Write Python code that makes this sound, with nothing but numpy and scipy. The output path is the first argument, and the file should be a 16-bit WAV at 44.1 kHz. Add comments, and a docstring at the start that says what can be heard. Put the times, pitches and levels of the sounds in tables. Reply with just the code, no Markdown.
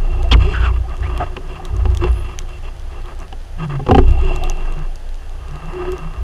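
"""Under a small wooden boat, heard from inside a waterproof housing; a swimmer hauls a line alongside.
The sea hisses and tiny collapsing bubbles snap. Shoves set the hull rumbling in its low modes.
Water rubs and gurgles along the planks and trapped air gulps. The taut line whistles faintly
and zips over the keel by stick-slip. Knocks ring the hull, singly and in one hard burst."""
import sys
import numpy as np
from scipy import signal
from scipy.fft import rfft, irfft
from scipy.io import wavfile
from scipy.ndimage import uniform_filter1d

SR = 44100
rng = np.random.default_rng(int(sys.argv[2]) if len(sys.argv) > 2 else 0)


def store_wav(level_fs):
    """Save 16-bit WAV to argv[1]."""
    pcm = np.round(np.clip(np.atleast_2d(level_fs), -1, 1) * 32767)
    wavfile.write(sys.argv[1], SR, pcm.T.astype(np.int16))


N = 274724
TIME = np.arange(N) / SR

# spectra: f/Hz, relative density/dB
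SEA_SPECTRUM = [(140, 9), (220, 0.5), (820, 4.5), (1000, -5.5), (1750, -4), (2200, -10), (3200, -7),
                (3750, -14), (5050, -12.5), (5350, -17.5), (6100, -14.5), (8200, -22), (9800, -19.5),
                (10120, -14), (10500, -23), (13000, -29)]
SNAP_SPECTRUM = [(800, -19), (3200, 6.5), (4900, -3), (6300, -0.5), (7600, -2.5), (15000, -18)]
WASH_SPECTRUM = [(200, -11), (480, -11), (720, -3.5), (900, -5.5), (1250, 3), (1420, -16.5), (1600, -5),
                 (1780, -11.5), (2000, -13), (2500, -29), (3600, -63.5)]
HOUSING_SPECTRUM = [(1900, -19.5), (2600, -4), (2740, 7), (2890, -9), (3350, -3.5), (3800, -33),
                    (4100, -13), (4500, -23), (4950, -16), (5400, -29), (7200, -24.5), (15000, -54)]
CRACK_SPECTRUM = [(300, -9), (900, 19.5), (2300, 8), (2750, 17), (3400, 5.5), (3900, -3.5), (4900, -3),
                  (15000, -45.5)]  # housing under a blow

# near snaps, likely shrimp: t/s, peak/dB, ring re tick/dB
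SNAPS = [(0.2303, -23.5, -11), (0.9678, -30, -18), (1.1768, -19, -21), (1.652, -20, -5), (1.766, -29.5, 1),
         (1.949, -21.5, -17), (1.9726, -17, -12), (2.389, -10.5, -5.5), (2.7967, -33, -15),
         (3.058, -30, -14), (3.1905, -33, -12), (3.2018, -29, 0), (3.9703, -24, -7), (4.083, -21, -22),
         (4.109, -29, -15), (4.3612, -18.5, -21), (4.4374, -15, -22), (4.4985, -12.5, 4),
         (4.724, -28.5, -10), (4.9574, -25.5, -14), (5.295, -32, -6), (5.92, -23.5, -17), (5.981, -27, -3)]
# line whistle envelope: t/s, level/dB
WHISTLE_ENVELOPE = [(2.07, -68), (2.17, -50), (2.34, -76)]
# line whistle partials: f/Hz, gain/dB
WHISTLE_PARTIALS = [(10400, -4), (12540, -16), (14620, -16)]

# swimmer's shoves on the hull: start/s, end/s, level/dB
SHOVES = [(0.097, 0.268, -20), (0.287, 0.386, -11), (0.504, 0.71, -14), (0.961, 1.133, -17.5),
          (1.689, 1.82, -18), (1.82, 1.906, -12.5), (1.967, 2.12, -16.5), (3.901, 4.105, -11),
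          (5.318, 5.4, -29), (6.158, 6.238, -22.5)]
# hull lurches: t/s, f/Hz, level/dB
LURCHES = [(-.04, 29.21, -13.5), (3.937, 23.92, -6.5)]
HEAVE_HZ, BEND_HZ = (24, 29), (59, 87)
SHOVE_ATTACK_S, BEND_FALL_DB_PER_S, HEAVE_FALL_DB_PER_S = 0.054, 81, 20

# air pockets under the hull: centre/s, f/Hz, level/dB, length/s
GULPS = [(0.21, 800, -35.5, 0.05), (0.259, 680, -31.5, 0.067), (0.48, 390, -21.5, 0.057),
         (0.857, 780, -36, 0.038), (1.603, 780, -31.5, 0.027), (2.035, 358.3, -21, 0.086),
         (3.635, 163, -23.5, 0.17), (3.745, 136.5, -22.5, 0.3), (4.179, 790, -28.5, 0.03),
         (4.266, 373, -23, 0.1), (4.436, 720, -31.5, 0.15), (4.804, 152, -31, 0.14),
         (5.545, 146, -29.5, 0.19), (5.662, 160, -33, 0.18), (5.798, 364, -25, 0.19),
         (5.911, 356.5, -22.5, 0.16), (6.06, 158.5, -31.5, 0.19)]
# flow-driven hull resonances: f/Hz, width/Hz, relative level/dB
SLOSH_MODES = [(137, 6.4, 2.5), (163, 5.6, -1.5)]
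PLANK_MODES = [(302, 83, -3), (362.5, 24, 8), (418.4, 6.8, 4)]
# water surges: crest/s, rise/s, fall/s, wash/dB, gurgle/dB, planks/dB, housing/dB
SURGES = [(.2, 0.33, 0.28, -39, -38, -35, -46), (1.85, 0.91, 0.64, -41.5, -47.5, -40, -57),
          (4.31, 0.21, 0.27, -35, -33.5, -31.5, -38), (5.87, 0.32, 0.29, -34, -46, -40, -46.5)]
# line rubs on the hull: start/s, end/s, wash/dB, housing/dB
RUBS = [(0.407, 0.542, -31.5, -33), (0.546, 0.686, -36, -36.5), (0.727, 0.78, -37.5, -45),
        (0.896, 0.964, -37, -48.5), (1.014, 1.28, -35, -44.5), (1.195, 1.24, -28.5, -47),
        (1.485, 1.58, -42.5, -44.5), (2.008, 2.088, -29.5, -37.5), (2.097, 2.355, -43, -45),
        (2.475, 2.582, -50, -47.5), (2.637, 2.696, -43.5, -44), (2.901, 3.018, -42, -50),
        (3.044, 3.138, -40, -52), (3.193, 3.258, -40.5, -55), (3.588, 3.66, -33.5, -42),
        (3.695, 3.765, -30.5, -43), (4.606, 4.865, -39.5, -53)]

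# line over the keel, one curve per pull: t/s, f/Hz, level/dB
PULLS = [
    [(.313, 2907, -13.5), (.327, 3533, -13), (.335, 3055, -14), (.344, 1800, -20), (.351, 665, -22.5),
     (.362, 328, -23), (.385, 330, -37)],
    [(.535, 1500, -29), (.552, 1485, -23), (.6, 1497, -34.5), (.655, 1350, -21), (.715, 1035, -35.5)],
    [(1.025, 1666, -34), (1.075, 2440, -41.5)],
    [(1.199, 749, -28), (1.215, 702, -17.5), (1.245, 696, -33)],
]
# noise share of the squeak's fundamental, per pull: power fraction/1
PULL_CHURN = [0.44, 0.83, 0.92, 0.076]
# blows on the hull: t/s, level/dB, low-pass corner/Hz, crack/dB, clunk/dB
KNOCKS = [(0.319, -3.5, 302, -44, -21), (1.365, -16.5, 1500, -22.5, -35), (1.853, -15, 1200, -26.5, -30),
          (2.036, -10, 1190, -19, -33), (3.324, -28, 1500, -30.5, -28.5), (3.793, -13.5, 600, -54, -24.5),
          (3.864, -13, 895, -25.5, -34), (3.886, -0.5, 1000, -25, -32), (3.909, 1.5, 1200, -16.5, -3.5),
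          (3.946, -0.5, 1200, -16.5, -3), (3.981, 3.5, 650, -16, -12.5)]
# struck hull modes: f/Hz, gain/dB, t60/s
HULL_MODES = [(86, -10.5, 0.19), (125, -16.5, 0.17), (153.87, -21, 1), (232, -13.5, 0.09),
              (267.7, -17.5, 0.18), (366, -11, 0.11), (417.5, -16, 0.16), (491, -11.5, 0.048),
              (839, -18, 0.12), (1045, -12, 0.033)]


def from_db(db):
    return np.exp(np.log(10) / 20 * np.asarray(db))


def unit_rms(x):
    return x / np.sqrt(np.mean(x ** 2) + 1e-20)


def level_out(x, span_s):
    """Running rms held at 1."""
    power = uniform_filter1d(x * x, max(int(span_s * SR), 2))
    return x / np.sqrt(np.abs(power) + 1e-12)


def curves(rows):
    """Breakpoint columns interpolated per sample."""
    times_s, *columns = np.transpose(rows)
    return [np.interp(TIME, times_s, column) for column in columns]


def gate(rows):
    """1 between the first and last breakpoint."""
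    return 1.0 * ((TIME > rows[0][0]) & (TIME < rows[-1][0]))


def drift(rate_hz):
    """Low-passed noise, rms 1."""
    hop = 40
    pole = np.exp(-2 * np.pi * rate_hz * hop / SR)
    slow = signal.lfilter([1], [1, -2 * pole, pole * pole], rng.standard_normal(N // hop + 2002))[2000:]
    return np.interp(np.arange(N) / hop, np.arange(len(slow)), unit_rms(slow))


def colour(x, spectrum, size=2048):
    """Minimum-phase filter of unit energy."""
    hz, db = np.transpose(spectrum)
    grid_hz = np.maximum(np.fft.rfftfreq(size, 1 / SR), 1)
    gain = from_db(np.interp(np.log(grid_hz), np.log(hz), db))
    cepstrum = irfft(np.log(gain))
    cepstrum[size // 2:] = 0
    response = irfft(np.exp(rfft(2 * cepstrum)))
    return signal.fftconvolve(x, response / np.linalg.norm(response))[:len(x)]


def noise_band(hz, width_hz):
    """White noise through two equal resonators."""
    b, a = signal.iirpeak(hz, hz / (1.5 * width_hz), fs=SR)
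    return signal.lfilter(b, a, signal.lfilter(b, a, rng.standard_normal(N)))


def ring(force, hz, t60_s):
    """Damped mode; a unit impulse starts a unit sine."""
    r, w = from_db(-60 / (t60_s * SR)), 2 * np.pi * hz / SR
    return signal.lfilter([0, np.sin(w)], [1, -2 * r * np.cos(w), r * r], force + 1e-18)


def wavering(hz, wander_hz, rate_hz, flicker_db):
    """Tone of rms about 1; pitch and level wander."""
    phase = 2 * np.pi * (np.cumsum(hz + wander_hz * drift(rate_hz)) / SR + rng.random())
    return np.sqrt(2) * np.sin(phase) * from_db(flicker_db * drift(rate_hz))


def sea(hiss_db=-43, snaps_per_s=60, snap_db=-43, ring_db=-15, t60_cycles=20):
    """Steady hiss with far snaps, mostly faint, at random pitches."""
    nearness_db = np.minimum(6 * rng.exponential(1, N), 18)
    clicks = (rng.random(N) < snaps_per_s / SR) * from_db(snap_db + nearness_db)
    pitches_hz = np.geomspace(4000, 13000, 12)
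    choice = rng.integers(0, len(pitches_hz), N)
    rings = sum(ring(clicks * (choice == k), hz, t60_cycles / hz) for k, hz in enumerate(pitches_hz))
    hiss = from_db(hiss_db) * colour(rng.standard_normal(N), SEA_SPECTRUM)
    return hiss + colour(clicks + from_db(ring_db) * rings, SNAP_SPECTRUM)


def snaps(collapse_s=0.0007, echo_s=0.019, echo_db=-26, ring_rise_s=0.00035, ring_hz=6200):
    """Bubble collapse: hard tick, brief housing ring, faint scatter from hull and surface."""
    out, t = np.zeros(N), TIME[:SR // 25]
    envelope = np.exp(-t / collapse_s) + from_db(echo_db) * np.exp(-t / echo_s)
    housing = t / ring_rise_s * np.exp(1 - t / ring_rise_s) * np.sin(2 * np.pi * ring_hz * t)
    for start_s, peak_db, ring_db in SNAPS:
        at = int(start_s * SR)
        tick = colour(rng.standard_normal(len(t)) * envelope, SNAP_SPECTRUM)
        snap = tick / np.abs(tick).max() + from_db(ring_db) * housing
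        out[at:at + len(t)] += from_db(peak_db) * snap / np.abs(snap).max()
    return out


def line_whistle():
    """Thin high whistle of the taut line running through the hand."""
    partials = sum(from_db(db) * wavering(hz, wander_hz=50, rate_hz=110, flicker_db=6.5)
                   for hz, db in WHISTLE_PARTIALS)
    return from_db(curves(WHISTLE_ENVELOPE)[0]) * partials * gate(WHISTLE_ENVELOPE)


def push(start_s, end_s, fall_db_per_s):
    """Envelope of one push: ramp, hold, decay."""
    attack = np.clip((TIME - start_s) / SHOVE_ATTACK_S, 0, 1)
    return attack * from_db(-fall_db_per_s * np.maximum(TIME - end_s, 0))


def shove_envelope(fall_db_per_s):
    """Swing of a hull mode; the strongest shove rules."""
    pushes = [from_db(db) * push(start_s, end_s, fall_db_per_s) for start_s, end_s, db in SHOVES]
    return np.max(pushes, axis=0)


def hull_rumble(bend, heave_rest_db=-29.5, heave_share_db=-11.5, bend_rest_db=-36, upper_db=-8):
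    """The hull heaves in two beating modes, swings on after a lurch and booms in two bending modes."""
    shoved = from_db(heave_share_db) * shove_envelope(HEAVE_FALL_DB_PER_S)
    beating = sum(wavering(hz, wander_hz=0.73, rate_hz=6.1, flicker_db=-1.0) for hz in HEAVE_HZ)
    heave = np.hypot(from_db(heave_rest_db), shoved) * beating
    for start_s, hz, db in LURCHES:
        swing = from_db(db) * push(start_s, start_s + SHOVE_ATTACK_S, HEAVE_FALL_DB_PER_S)
        heave += swing * wavering(hz, wander_hz=0.46, rate_hz=4.8, flicker_db=-0.2)
    lower = wavering(BEND_HZ[0], wander_hz=2.43, rate_hz=7.8, flicker_db=3.5)
    upper = wavering(BEND_HZ[1], wander_hz=2.035, rate_hz=8.13, flicker_db=4.0)
    return heave + np.hypot(from_db(bend_rest_db), bend) * (lower + from_db(upper_db) * upper)


def gulps():
    """Each trapped air pocket swells and fades at its own unsteady pitch."""
    out = np.zeros(N)
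    for centre_s, hz, db, length_s in GULPS:
        swell = np.cos(np.pi * np.clip((TIME - centre_s) / length_s, -.5, .5)) ** 2
        out += from_db(db) * swell * wavering(hz, wander_hz=0.02805 * hz, rate_hz=hz / 10, flicker_db=2.5)
    return out


def gurgle(bubbles_per_s=170, t60_cycles=46, centre_hz=730, spread_octaves=0.24):
    """Small bubbles shaken loose at random, each ringing at its own pitch."""
    pitches_hz = np.geomspace(450, 1350, 20)
    odds = np.exp(-.5 * (np.log2(pitches_hz / centre_hz) / spread_octaves) ** 2)
    births = rng.standard_normal(N) * (rng.random(N) < bubbles_per_s / SR)
    choice = rng.choice(len(pitches_hz), N, p=odds / odds.sum())
    bubbles = sum(ring(births * (choice == k), hz, t60_cycles / hz) for k, hz in enumerate(pitches_hz))
    return level_out(bubbles, span_s=0.1)


def hull_drone(modes, span_s):
    """Turbulence drives a group of hull resonances."""
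    return level_out(sum(from_db(db) * noise_band(hz, width_hz) for hz, width_hz, db in modes), span_s)


def friction(slips_per_s=1500, grain_db=1.5, hiss_gain=0.56, flutter_db=2.0):
    """Small uneven slips over a smooth hiss, rms 1."""
    sizes = from_db(grain_db * np.minimum(rng.exponential(1, N), 4)) * rng.choice([-1, 1], N)
    slips = unit_rms(sizes * (rng.random(N) < slips_per_s / SR))
    hiss = hiss_gain * rng.standard_normal(N)
    return unit_rms((slips + hiss) * from_db(flutter_db * drift(rate_hz=34.6)))


def rubbing(bend, slips, roundness=1.19, eddy_db=1.36, edge_share=0.29,
            rub_gurgle_db=-12.5, rub_planks_db=-3.5, bend_planks_db=-24.5, ring_db=-7):
    """Water and line graze the hull: wash hisses, bubbles gurgle, planks drone, the housing rings."""
    power = np.zeros((4, N))
    for crest_s, rise_s, fall_s, *levels_db in SURGES:
        swell = np.exp(-np.maximum((crest_s - TIME) / rise_s, (TIME - crest_s) / fall_s) ** roundness)
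        power += (from_db(levels_db)[:, None] * swell) ** 2
    power *= from_db(eddy_db * drift(rate_hz=16)) ** 2
    housing_flow = np.sqrt(power[-1])
    for start_s, end_s, wash_db, housing_db in RUBS:
        inside = np.minimum(TIME - start_s, end_s - TIME) / (edge_share * (end_s - start_s))
        levels_db = [wash_db, wash_db + rub_gurgle_db, wash_db + rub_planks_db, housing_db]
        power += (from_db(levels_db)[:, None] * np.clip(.5 + inside, 0, 1)) ** 2
    wash, bubbles, planks, housing = np.sqrt(power)
    planks = np.hypot(planks, from_db(bend_planks_db) * bend)
    drone = hull_drone(PLANK_MODES, span_s=0.14) + hull_drone(SLOSH_MODES, span_s=0.098)
    # main housing mode, strongest under smooth flow
    ring_gain = np.hypot(from_db(ring_db) * housing, housing_flow)
    housing_ring = level_out(noise_band(hz=2726, width_hz=59), span_s=0.067)
    return (wash * colour(slips, WASH_SPECTRUM) + bubbles * gurgle() + planks * drone
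            + housing * colour(slips, HOUSING_SPECTRUM) + ring_gain * housing_ring)


def churning(hz, rate_hz=260):
    """Noise band around a moving centre, rms 1."""
    phase = 2 * np.pi * np.cumsum(hz) / SR
    return drift(rate_hz) * np.cos(phase) + drift(rate_hz) * np.sin(phase)


def line_zips(roughness=0.0713, overtone_db=-13, rasp_db=-6, sizzle_db=-14, fast_hz=3200, wall_hz=3600):
    """Stick-slip on the keel: a squeak breaks into churning; pitch and rasp brightness follow speed."""
    squeaks, hiss = np.zeros(N), np.zeros(N)
    rasp = from_db(rasp_db) * colour(rng.standard_normal(N), CRACK_SPECTRUM)
    sizzle = from_db(sizzle_db) * unit_rms(noise_band(hz=4330, width_hz=1460))
    for pull, churn in zip(PULLS, PULL_CHURN):
        hz, db = curves(pull)
        speed = hz / fast_hz
        level = from_db(db) * uniform_filter1d(gate(pull), size=128)
        tone = wavering(hz, wander_hz=roughness * hz, rate_hz=325, flicker_db=3)
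        overtone = wavering(2 * hz, wander_hz=4 * roughness * hz, rate_hz=325, flicker_db=3)
        fundamental = np.sqrt(1 - churn) * tone + np.sqrt(churn) * churning(hz)
        squeaks += level * (fundamental + from_db(overtone_db) * overtone)
        hiss += level * speed * (rasp + speed * sizzle)
    housing_wall = signal.butter(12, wall_hz, fs=SR, output="sos")
    return signal.sosfilt(housing_wall, squeaks + 1e-18) + hiss


def knocks(slips, contact_s=0.00303, crack_s=0.0057, rebound_s=0.00724, rebound_db=-1, clatter_s=0.01,
           clatter_db=-20.5, housing_db=-9, clunk_hz=762, clunk_rise_s=0.006, clunk_spread=0.023):
    """Blow and rebound ring the hull; trapped air clunks, loose gear clatters, the housing cracks."""
    mode_hz, mode_db, t60_s = np.transpose(HULL_MODES)
    count = len(HULL_MODES)
    forces = np.zeros((count, N))
    cracks, clatter, clunks = np.zeros((3, N))
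    t = TIME[:SR // 10]
    crunch = level_out(slips, crack_s)
    crack_swell, clunk_swell = ((t / rise_s * np.exp(1 - t / rise_s)) ** 2
                                for rise_s in (crack_s / 2, clunk_rise_s))
    for start_s, db, corner_hz, crack_db, clunk_db in KNOCKS:
        at = int(start_s * SR)
        span = slice(at, at + len(t))
        # soft blows spare the high modes
        strength = from_db(db + mode_db) / np.hypot(1, (mode_hz / corner_hz) ** 2)
        for delay_s, gain in ((0, 1), (rebound_s, from_db(rebound_db))):
            arrivals = at + ((delay_s + contact_s * rng.random(count)) * SR).astype(int)
            forces[np.arange(count), arrivals] += gain * strength * rng.choice([-1, 1], count)
        cracks[span] += from_db(crack_db) * crack_swell * crunch[span]
        clatter[span] += from_db(db + clatter_db) * np.exp(-t / clatter_s) * rng.standard_normal(len(t))
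        air_hz = clunk_hz * (1 + clunk_spread * rng.standard_normal())
        clunks[span] += from_db(clunk_db) * clunk_swell * np.sin(2 * np.pi * air_hz * t)
    hull = sum(map(ring, forces, mode_hz, t60_s))
    gear = colour(clatter, WASH_SPECTRUM) + from_db(housing_db) * colour(clatter, HOUSING_SPECTRUM)
    return hull + clunks + colour(cracks, CRACK_SPECTRUM) + gear


def scene():
    """Mono sum inside the housing."""
    bend = shove_envelope(BEND_FALL_DB_PER_S)
    slips = friction()
    boat = hull_rumble(bend) + rubbing(bend, slips) + gulps() + line_zips() + knocks(slips)
    return (boat + snaps() + sea() + line_whistle())[None]


def record(dry):
    """The loudest blows clip; a steep low-pass cuts the top."""
    cutoff_hz = 15300
    lowpass = signal.ellip(8, .05, 60, cutoff_hz, fs=SR, output="sos")
    return signal.sosfiltfilt(lowpass, np.clip(dry, -1, 1))


dry = scene()
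out = record(dry)
store_wav(out)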